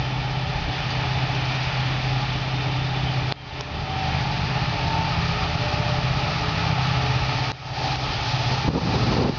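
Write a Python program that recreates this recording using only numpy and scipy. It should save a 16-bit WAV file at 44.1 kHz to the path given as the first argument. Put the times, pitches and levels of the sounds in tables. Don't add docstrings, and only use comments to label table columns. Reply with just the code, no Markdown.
import sys
import numpy as np
from scipy import signal
from scipy.fft import rfft, irfft, next_fast_len
from scipy.io import wavfile

SR = 44100
rng = np.random.default_rng(int(sys.argv[2]) if len(sys.argv) > 2 else 0)


def generate_wav(signal):
    frames = np.transpose(np.atleast_2d(signal))
    scaled = np.clip(frames, -1, 1) * 32767
    pcm = np.round(scaled).astype(np.int16)
    wavfile.write(sys.argv[1], SR, pcm)


N = 413658
T = np.arange(N) / SR

START_M, SPEED_M_PER_S = 350, 10.15
# from/s, to/s
CLEARS_BANK_S = (2.9, 5.24)
# from/s, to/s
TURNS_HEAD_ON_S = (7.1, 7.97)

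CRANK_HZ, FIRINGS_PER_TURN = 16.16, 8
FIRING_DB = (-28, -34, -34)
# t/s, half-length/s, level/dB
FIRING_SWELLS = [(0.65, 0.19, -5), (3.8, 0.33, -10.5), (4.2, 0.21, 2.5), (6.05, 0.18, 6), (6.53, 0.16, -11),
                 (7.03, 0.4, 8)]
THROB_DB = (-1, 0.5, -2.5)
# multiple of crank rate, then level/dB at each of STAGES_S
EXHAUST_LINES = [(2, -65.5, -49, -53, -65), (3, -45.5, -47, -50, -65), (4, -52, -58, -41.5, -60.5),
                 (5, -42.5, -38.5, -38, -44), (6, -59, -35, -47, -50.5), (7, -59.5, -36.5, -36.5, -37),
                 (9, -41, -38.5, -36, -40), (10, -40, -36.5, -35.5, -40), (11, -48, -56.5, -46, -50),
                 (12, -50, -44, -52, -60.5), (13, -49.5, -44.5, -48.5, -59), (14, -61.5, -67, -54, -62.5),
                 (15, -54.5, -65, -62, -73)]
STAGES_S = (3.499, 4.4, 6.2, 7.45)
# t/s, half-length/s, crank-rate shift/Hz
THROB_SHARPENING = [(4.85, .5, .282)]
# behind the bank/dB, in the open/dB
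UNEVEN_PUFFS_DB = (1.1, 1.8)
# t/s, half-length/s, level/dB
CHUG_ACCENTS = [(3.045, .025, 4), (4.152, 0.027, 2.5), (4.41, .09, 1), (5.201, 0.026, 6),
                (5.324, .025, 3.5), (6.182, .025, -2), (6.726, .025, 5.5)]
GAS_DB = (-37.5, -39.5, -37)
# f/Hz, half-width/Hz, relative level/dB
STACK_MODE = (123, 17, 0)
GAS_PULSING = (.15, .45)

RUMBLE_DB = (-34.5, -34.5, -34)
# f/Hz, relative level/dB per Hz
RUMBLE_COLOUR = [(15, -19.5), (24, -15), (35, 5.5), (50, 10), (95, 9), (125, 7), (155, 6), (175, -5.5),
                 (280, 1.5), (340, -3), (420, -1), (500, -10.5), (900, -7.5), (2000, -33.5)]
# t/s, half-length/s, level/dB
RUMBLE_SWELLS = [(1.55, .35, -0.5), (2.95, 0.41, 1), (6.95, 0.25, -1)]
HOOD_DB = (-37.5, -35.5, -36.5)
# f/Hz, half-width/Hz, relative level/dB
HOOD_MODES = [(580, 51, -8), (685, 50, -5), (747, 32, -1), (825, 43, 1.5), (877, 58, -4.5)]
# t/s, half-length/s, level/dB
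HOOD_SURGES = [(1.15, 0.2, 3.5), (3.7, .25, -5), (4.6, .15, 0), (4.97, 0.13, 4.5), (6.65, 0.078, 2.5),
               (7.85, 0.24, 3), (8.45, .2, 1.5)]
RADIATOR_DB = (-49.5, -42.5, -45)
# f/Hz, half-width/Hz, relative level/dB
RADIATOR_MODES = [(1158, 57, -2), (1240, 91, 2), (1385, 30, -4)]
# t/s, half-length/s, level/dB
RADIATOR_SWELLS = [(6.8, 0.66, 3.5)]
RUSH_DB = (-34, -32, -34.5)
# f/Hz, relative level/dB per Hz
RUSH_COLOUR = [(400, -13), (700, -3), (1050, -2.5), (1380, -1), (1580, -4.5), (1820, 1), (2060, -3.5),
               (2400, 1.5), (2900, -1.5), (3250, -4), (3500, -3.5), (3800, -6), (5000, -19.5),
               (7000, -42.5)]
HISS_DB = (-42.5, -38.5, -37)
# f/Hz, relative level/dB per Hz
HISS_COLOUR = [(2000, -25), (3300, -13.5), (4000, -2), (4800, -1), (5300, -5), (6100, -11), (6600, -20.5),
               (7200, -28)]
# t/s, half-length/s, level/dB
TREBLE_SWELLS = [(0.9, 0.24, 2.5), (1.65, 0.6, 3.5), (3.78, 0.18, -4.5), (6.35, 0.47, -0.5)]
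RUSH_SHARE = 0.97

# t/s, f/Hz
FAN_PITCH = [(0, 294.7), (3.3, 294.7), (4.9, 297.9), (7.2, 295.9), (8.4, 294)]
BLADE_LINES = [(1, -46.5, -48.5, -51), (2, -49.5, -48.5, -56), (3, -47.5, -44.5, -43.5)]
# multiple, t/s, half-length/s, level/dB
FAN_SWELLS = [(2, 5.8, 0.43, 8.5), (3, 1, 0.28, 7), (3, 4.1, 0.2, 4.5), (3, 5.0, 0.13, 10.5),
              (3, 4.9, 0.14, 7.5), (3, 8.5, .16, 2)]
# f/Hz, *
GEAR_TRAIN = [(692, -52.5, -51.5, -61.5), (766, -46.5, -52, -49.5), (833, -48, -50.5, -47),
              (1192, -55.5, -54, -54.5), (1245, -61, -54.5, -53), (1292, -53, -48, -48)]
# nearby f/Hz, t/s, half-length/s, level/dB
GEAR_SWELLS = [(762, 0.47, .2, 5), (762, 4.0, .17, 17), (762, 5.4, .09, 13), (762, 7.9, .12, 7),
               (827, 6.1, 0.1, 7), (827, 5.72, .09, 10), (1274, 6.7, .4, 5.5)]
TRACTION_DB = (-50.5, -46, -53.5)
TRACTION_START_HZ, TRACTION_RISE_HZ_PER_S = 404.7, 3.2
# f/Hz, half-width/Hz, level behind the bank/dB
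TURBO_WHISTLES = [(3077, 4, -51), (3020, 13, -56.5), (3457, 47, -49.5), (3610, 30, -54.5)]

# t/s, half-length/s, level/dB, f/Hz, half-width/Hz
PUFFS = [(0.622, 0.065, -28, 48.6, 22.3)]
CLINK_S = 0.905
# f/Hz, level/dB, decay/s
CLINK_MODES = [(4400, -32.5, 0.0072), (4720, -30, .013), (6300, -44, .008)]
# t/s, half-length/s, level/dB, f/Hz, half-width/Hz
HIGH_SWELLS = [(2.5, 0.36, -48.5, 3112, 8), (2.68, .26, -47, 3622, 7.5), (2.65, .3, -56, 3784, 9),
               (3.08, 0.05, -37.5, 3110, 64), (3.39, .03, -36, 3200, 129), (8.2, .55, -40.5, 3230, 350)]
# t/s, ring level/dB, ring f/Hz, ring decay/s,
# knock level/dB, knock f/Hz, knock decay/s, snap level/dB
TICKS = [(3.323, -11.5, 4240, 0.0022, -8, 750, .001, 4.5),
         (3.6084, -22.5, 3680, 0.0012, -24, 450, .006, -30), (3.609, -19, 5370, 0.0012, -26, 780, .002, -7),
         (3.611, -25, 4500, 0.0009, -18.5, 1000, .0025, -30),
         (7.5177, -17.5, 4050, 0.0019, -23, 750, .001, 3), (7.958, -20, 2490, .001, -25, 750, .001, -9.5)]

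# start t/s, length/s, force/dB
GUSTS = [(8.517, 0.024, -28), (8.652, 0.019, -29), (8.685, 0.031, -20), (8.744, 0.042, -16),
         (8.81, .02, -23.5), (8.857, 0.037, -20.5), (8.937, 0.046, -21.5), (8.996, 0.16, -24.5),
         (9.168, .075, -18.5), (9.247, 0.05, -15.5), (9.31, .07, -27)]
GUST_ATTACK_S, GUST_RELEASE_S = 0.011, 0.016
# t/s, half-length/s, force/dB
BREEZE = (8.92, 0.25, -26.5)
# f/Hz, relative level/dB per Hz
BUFFET_COLOUR = [(25, -32.5), (70, 3.5), (150, 1), (230, 1), (320, -4.5), (500, -10.5), (800, -12.5),
                 (1200, -16), (2000, -43.5), (4000, -41)]
# f/Hz, half-width/Hz, relative level/dB
TEARING_MODES = [(420, 130, 3.5), (900, 390, -10.5)]
TEARING_DB = 10.5
# t/s, peak level/dB
THUMPS = [(8.690, -6.5), (8.703, -6), (8.736, -8), (8.760, -7), (8.872, -13), (9.112, -12), (9.186, -9),
          (9.262, -8), (9.297, -12.5)]
THUMP_S = 0.0013

STOPBAND_HZ = 7550


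def from_db(db):
    return 10 ** (np.asarray(db) / 20)


def rms_one(x):
    return x / np.sqrt(np.mean(x ** 2) + 1e-20)


def drift(rate_hz):
    step = 100
    r = np.exp(-2 * np.pi * rate_hz * step / SR)
    white = rng.standard_normal(N // step + 2002)
    slow = signal.lfilter([1], [1, -2 * r, r * r], white)[2000:]
    return np.interp(np.arange(N) / step, np.arange(len(slow)), rms_one(slow))


def noise(gain_at):
    size = next_fast_len(N)
    hz = np.maximum(np.fft.rfftfreq(size, 1 / SR), 1)
    spectrum = rfft(rng.standard_normal(size)) * gain_at(hz)
    return rms_one(irfft(spectrum, size)[:N])


def coloured(points):
    hz, db = np.transpose(points)

    def gain_at(f):
        return from_db(np.interp(np.log(f), np.log(hz), db)) / (1 + (f / hz[-1]) ** 4)
    return noise(gain_at)


def resonant(modes):
    def gain_at(f):
        power = 0
        for hz, half_width_hz, db in modes:
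            power = power + (from_db(db) / (1 + ((f - hz) / half_width_hz) ** 2)) ** 2
        return np.sqrt(power)
    return noise(gain_at)


def tone(turns):
    return np.sqrt(2) * np.cos(2 * np.pi * turns)


def scattered(turns, scatter, rate_hz):
    in_phase = drift(rate_hz) * np.cos(2 * np.pi * turns)
    quadrature = drift(rate_hz) * np.sin(2 * np.pi * turns)
    return (tone(turns) + scatter * (in_phase + quadrature)) / np.sqrt(1 + scatter ** 2)


def bell(middle_s, half_s):
    return np.exp(-((T - middle_s) / half_s) ** 2)


def bumps(rows):
    return sum(height * bell(s, half_s) for s, half_s, height in rows)


def swells(rows):
    out = 0
    for s, half_s, db, hz, half_width_hz in rows:
        out = out + from_db(db) * bell(s, half_s) * resonant([(hz, half_width_hz, 0)])
    return out


def approach(levels_db):
    hidden_db, open_db, head_on_db = levels_db
    times_s = [*CLEARS_BANK_S, *TURNS_HEAD_ON_S]
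    aspect_db = np.interp(T, times_s, [hidden_db, open_db, open_db, head_on_db])
    return aspect_db - 20 * np.log10(1 - SPEED_M_PER_S * T / START_M)


def exhaust_throb(beat, stack_hz=125, stack_width_hz=55, smear_turns=0.095):
    throb = 0
    for order, *levels_db in EXHAUST_LINES:
        stack_lag = np.arctan(2 * (order * CRANK_HZ - stack_hz) / stack_width_hz) / (2 * np.pi)
        lag_turns = stack_lag + smear_turns * drift(0.3)
        line = scattered(order * beat - lag_turns, scatter=0.44, rate_hz=0.82)
        throb = throb + from_db(np.interp(T, STAGES_S, levels_db)) * line
    puffs_db = np.interp(T, CLEARS_BANK_S, UNEVEN_PUFFS_DB) * drift(10) + bumps(CHUG_ACCENTS)
    return from_db(approach(THROB_DB) + puffs_db) * throb


def exhaust(crank):
    beat = crank + np.cumsum(bumps(THROB_SHARPENING)) / SR
    firing = scattered(FIRINGS_PER_TURN * crank, scatter=0.15, rate_hz=3.2)
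    firing = from_db(approach(FIRING_DB) + bumps(FIRING_SWELLS)) * firing
    pulsing = 1 + np.interp(T, CLEARS_BANK_S, GAS_PULSING) * np.cos(2 * np.pi * beat)
    gas = from_db(approach(GAS_DB)) * pulsing * resonant([STACK_MODE])
    return firing + exhaust_throb(beat) + gas


def rumble():
    level_db = approach(RUMBLE_DB) + bumps(RUMBLE_SWELLS) + 0.9 * drift(3.1)
    return from_db(level_db) * coloured(RUMBLE_COLOUR)


def hood_roar(crank):
    pulsing = 1 + 0.069 * tone(FIRINGS_PER_TURN * crank) + 0.025 * tone(crank)
    level_db = approach(HOOD_DB) + bumps(HOOD_SURGES) + 0.56 * drift(14.0)
    return from_db(level_db) * resonant(HOOD_MODES) * pulsing


def radiator_roar():
    level_db = approach(RADIATOR_DB) + bumps(RADIATOR_SWELLS) + 2.1 * drift(18.0)
    return from_db(level_db) * resonant(RADIATOR_MODES)


def rush_and_hiss():
    air_db = 0.45 * drift(6.2)
    treble_db = bumps(TREBLE_SWELLS)
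    rush_db = approach(RUSH_DB) + RUSH_SHARE * treble_db + air_db
    hiss_db = approach(HISS_DB) + treble_db + air_db + 0.9 * drift(36.0)
    return from_db(rush_db) * coloured(RUSH_COLOUR) + from_db(hiss_db) * coloured(HISS_COLOUR)


def cooling_fan():
    blade_hz = np.interp(T, *np.transpose(FAN_PITCH)) * (1 + 0.00095 * drift(1.28))
    blades = np.cumsum(blade_hz) / SR
    out = 0
    for k, *levels_db in BLADE_LINES:
        swell_db = bumps([row for multiple, *row in FAN_SWELLS if multiple == k])
        harmonic = scattered(k * blades, scatter=0.58, rate_hz=5.0)
        out = out + from_db(approach(levels_db) + swell_db) * harmonic
    return out


def gear_train():
    out = 0
    for hz, *levels_db in GEAR_TRAIN:
        swell_db = bumps([row for near_hz, *row in GEAR_SWELLS if abs(near_hz - hz) < 20])
        whine = scattered(hz * T, scatter=0.7, rate_hz=3.8)
        out = out + from_db(approach(levels_db) + swell_db) * whine
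    return out


def traction_gears():
    teeth = np.cumsum(TRACTION_START_HZ + TRACTION_RISE_HZ_PER_S * T) / SR
    return from_db(approach(TRACTION_DB)) * scattered(teeth, scatter=2.6, rate_hz=9.5)


def turbo_whistles():
    out = 0
    for hz, half_width_hz, db in TURBO_WHISTLES:
        out = out + from_db(db + 2.0 * drift(4.6)) * resonant([(hz, half_width_hz, 0)])
    return out * from_db(np.interp(T, CLEARS_BANK_S, [0, -7.0]))


def air_puff():
    return swells(PUFFS)


def clink():
    t = np.maximum(T - CLINK_S, 0)
    return sum(from_db(db) * np.sin(2 * np.pi * hz * t) * np.exp(-t / decay_s)
               for hz, db, decay_s in CLINK_MODES)


def high_swells():
    return swells(HIGH_SWELLS)


def ticks(snap_s=0.00066, crack_db=-2, crack_decay_s=0.0011, upper_ratio=1.1):
    out, t = np.zeros(N), np.arange(SR // 50) / SR
    snap = np.sin(2 * np.pi * t * SR / 4) * np.exp(-(3 * (t / snap_s - 1)) ** 2)
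    lowpass = signal.butter(6, 5600, fs=SR, output="sos")
    cracks = signal.sosfilt(lowpass, 2 * rng.standard_normal((len(TICKS), len(t))))
    for row, crack in zip(TICKS, cracks):
        s, ring_db, ring_hz, decay_s, knock_db, knock_hz, knock_decay_s, snap_db = row
        knock = np.sin(2 * np.pi * knock_hz * t) * np.exp(-t / knock_decay_s)
        modes = np.sin(2 * np.pi * ring_hz * t) - 0.5 * np.sin(2 * np.pi * upper_ratio * ring_hz * t)
        case = modes * np.exp(-t / decay_s)
        case = case + from_db(crack_db) * crack * np.exp(-t / crack_decay_s)
        tick = from_db(ring_db) * case - from_db(knock_db) * knock + from_db(snap_db) * snap
        start = round(s * SR)
        out[start:start + len(t)] += tick
    return out


def wind_force():
    middle_s, half_s, breeze_db = BREEZE
    force = from_db(breeze_db) * bell(middle_s, half_s)
    for s, length_s, db in GUSTS:
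        before = np.maximum(s - T, 0) / GUST_ATTACK_S
        after = np.maximum(T - s - length_s, 0) / GUST_RELEASE_S
        force = np.maximum(force, from_db(db) * np.exp(-before - after))
    return force


def wind():
    force = wind_force()
    lumps_db = 2.0 * drift(70.0)
    tearing = from_db(TEARING_DB) * force ** 2 * resonant(TEARING_MODES)
    eddies = force * coloured(BUFFET_COLOUR) + tearing
    thumps = 0
    for s, db in THUMPS:
        away = ((T - s) / THUMP_S) ** 2
        thumps = thumps - from_db(db) * (1 - away) * np.exp(-away / 2)
    return from_db(lumps_db) * eddies + thumps


def scene():
    crank = np.cumsum(CRANK_HZ * (1 + 0.001 * drift(0.85))) / SR
    engine = exhaust(crank) + rumble() + hood_roar(crank) + radiator_roar()
    whines = cooling_fan() + gear_train() + traction_gears() + turbo_whistles()
    train = engine + rush_and_hiss() + whines + clink()
    at_camera = air_puff() + ticks() + wind()
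    return (train + high_swells() + at_camera)[None]


def gain_control(x, ceiling_db, release_db_per_s, attack_s):
    over_db = np.maximum(20 * np.log10(np.abs(x) + 1e-9) - ceiling_db, 0)
    released_db = release_db_per_s * T
    cut_db = np.maximum.accumulate(over_db + released_db, axis=-1) - released_db
    r = np.exp(-1 / (attack_s * SR))
    return x * from_db(-signal.lfilter([1 - r], [1, -r], cut_db))


def record(dry):
    held = gain_control(dry, ceiling_db=-12.0, release_db_per_s=49.0, attack_s=0.00037)
    lowpass = signal.cheby2(20, 70, STOPBAND_HZ, fs=SR, output="sos")
    return signal.sosfilt(lowpass, held)


dry = scene()
out = record(dry)
generate_wav(out)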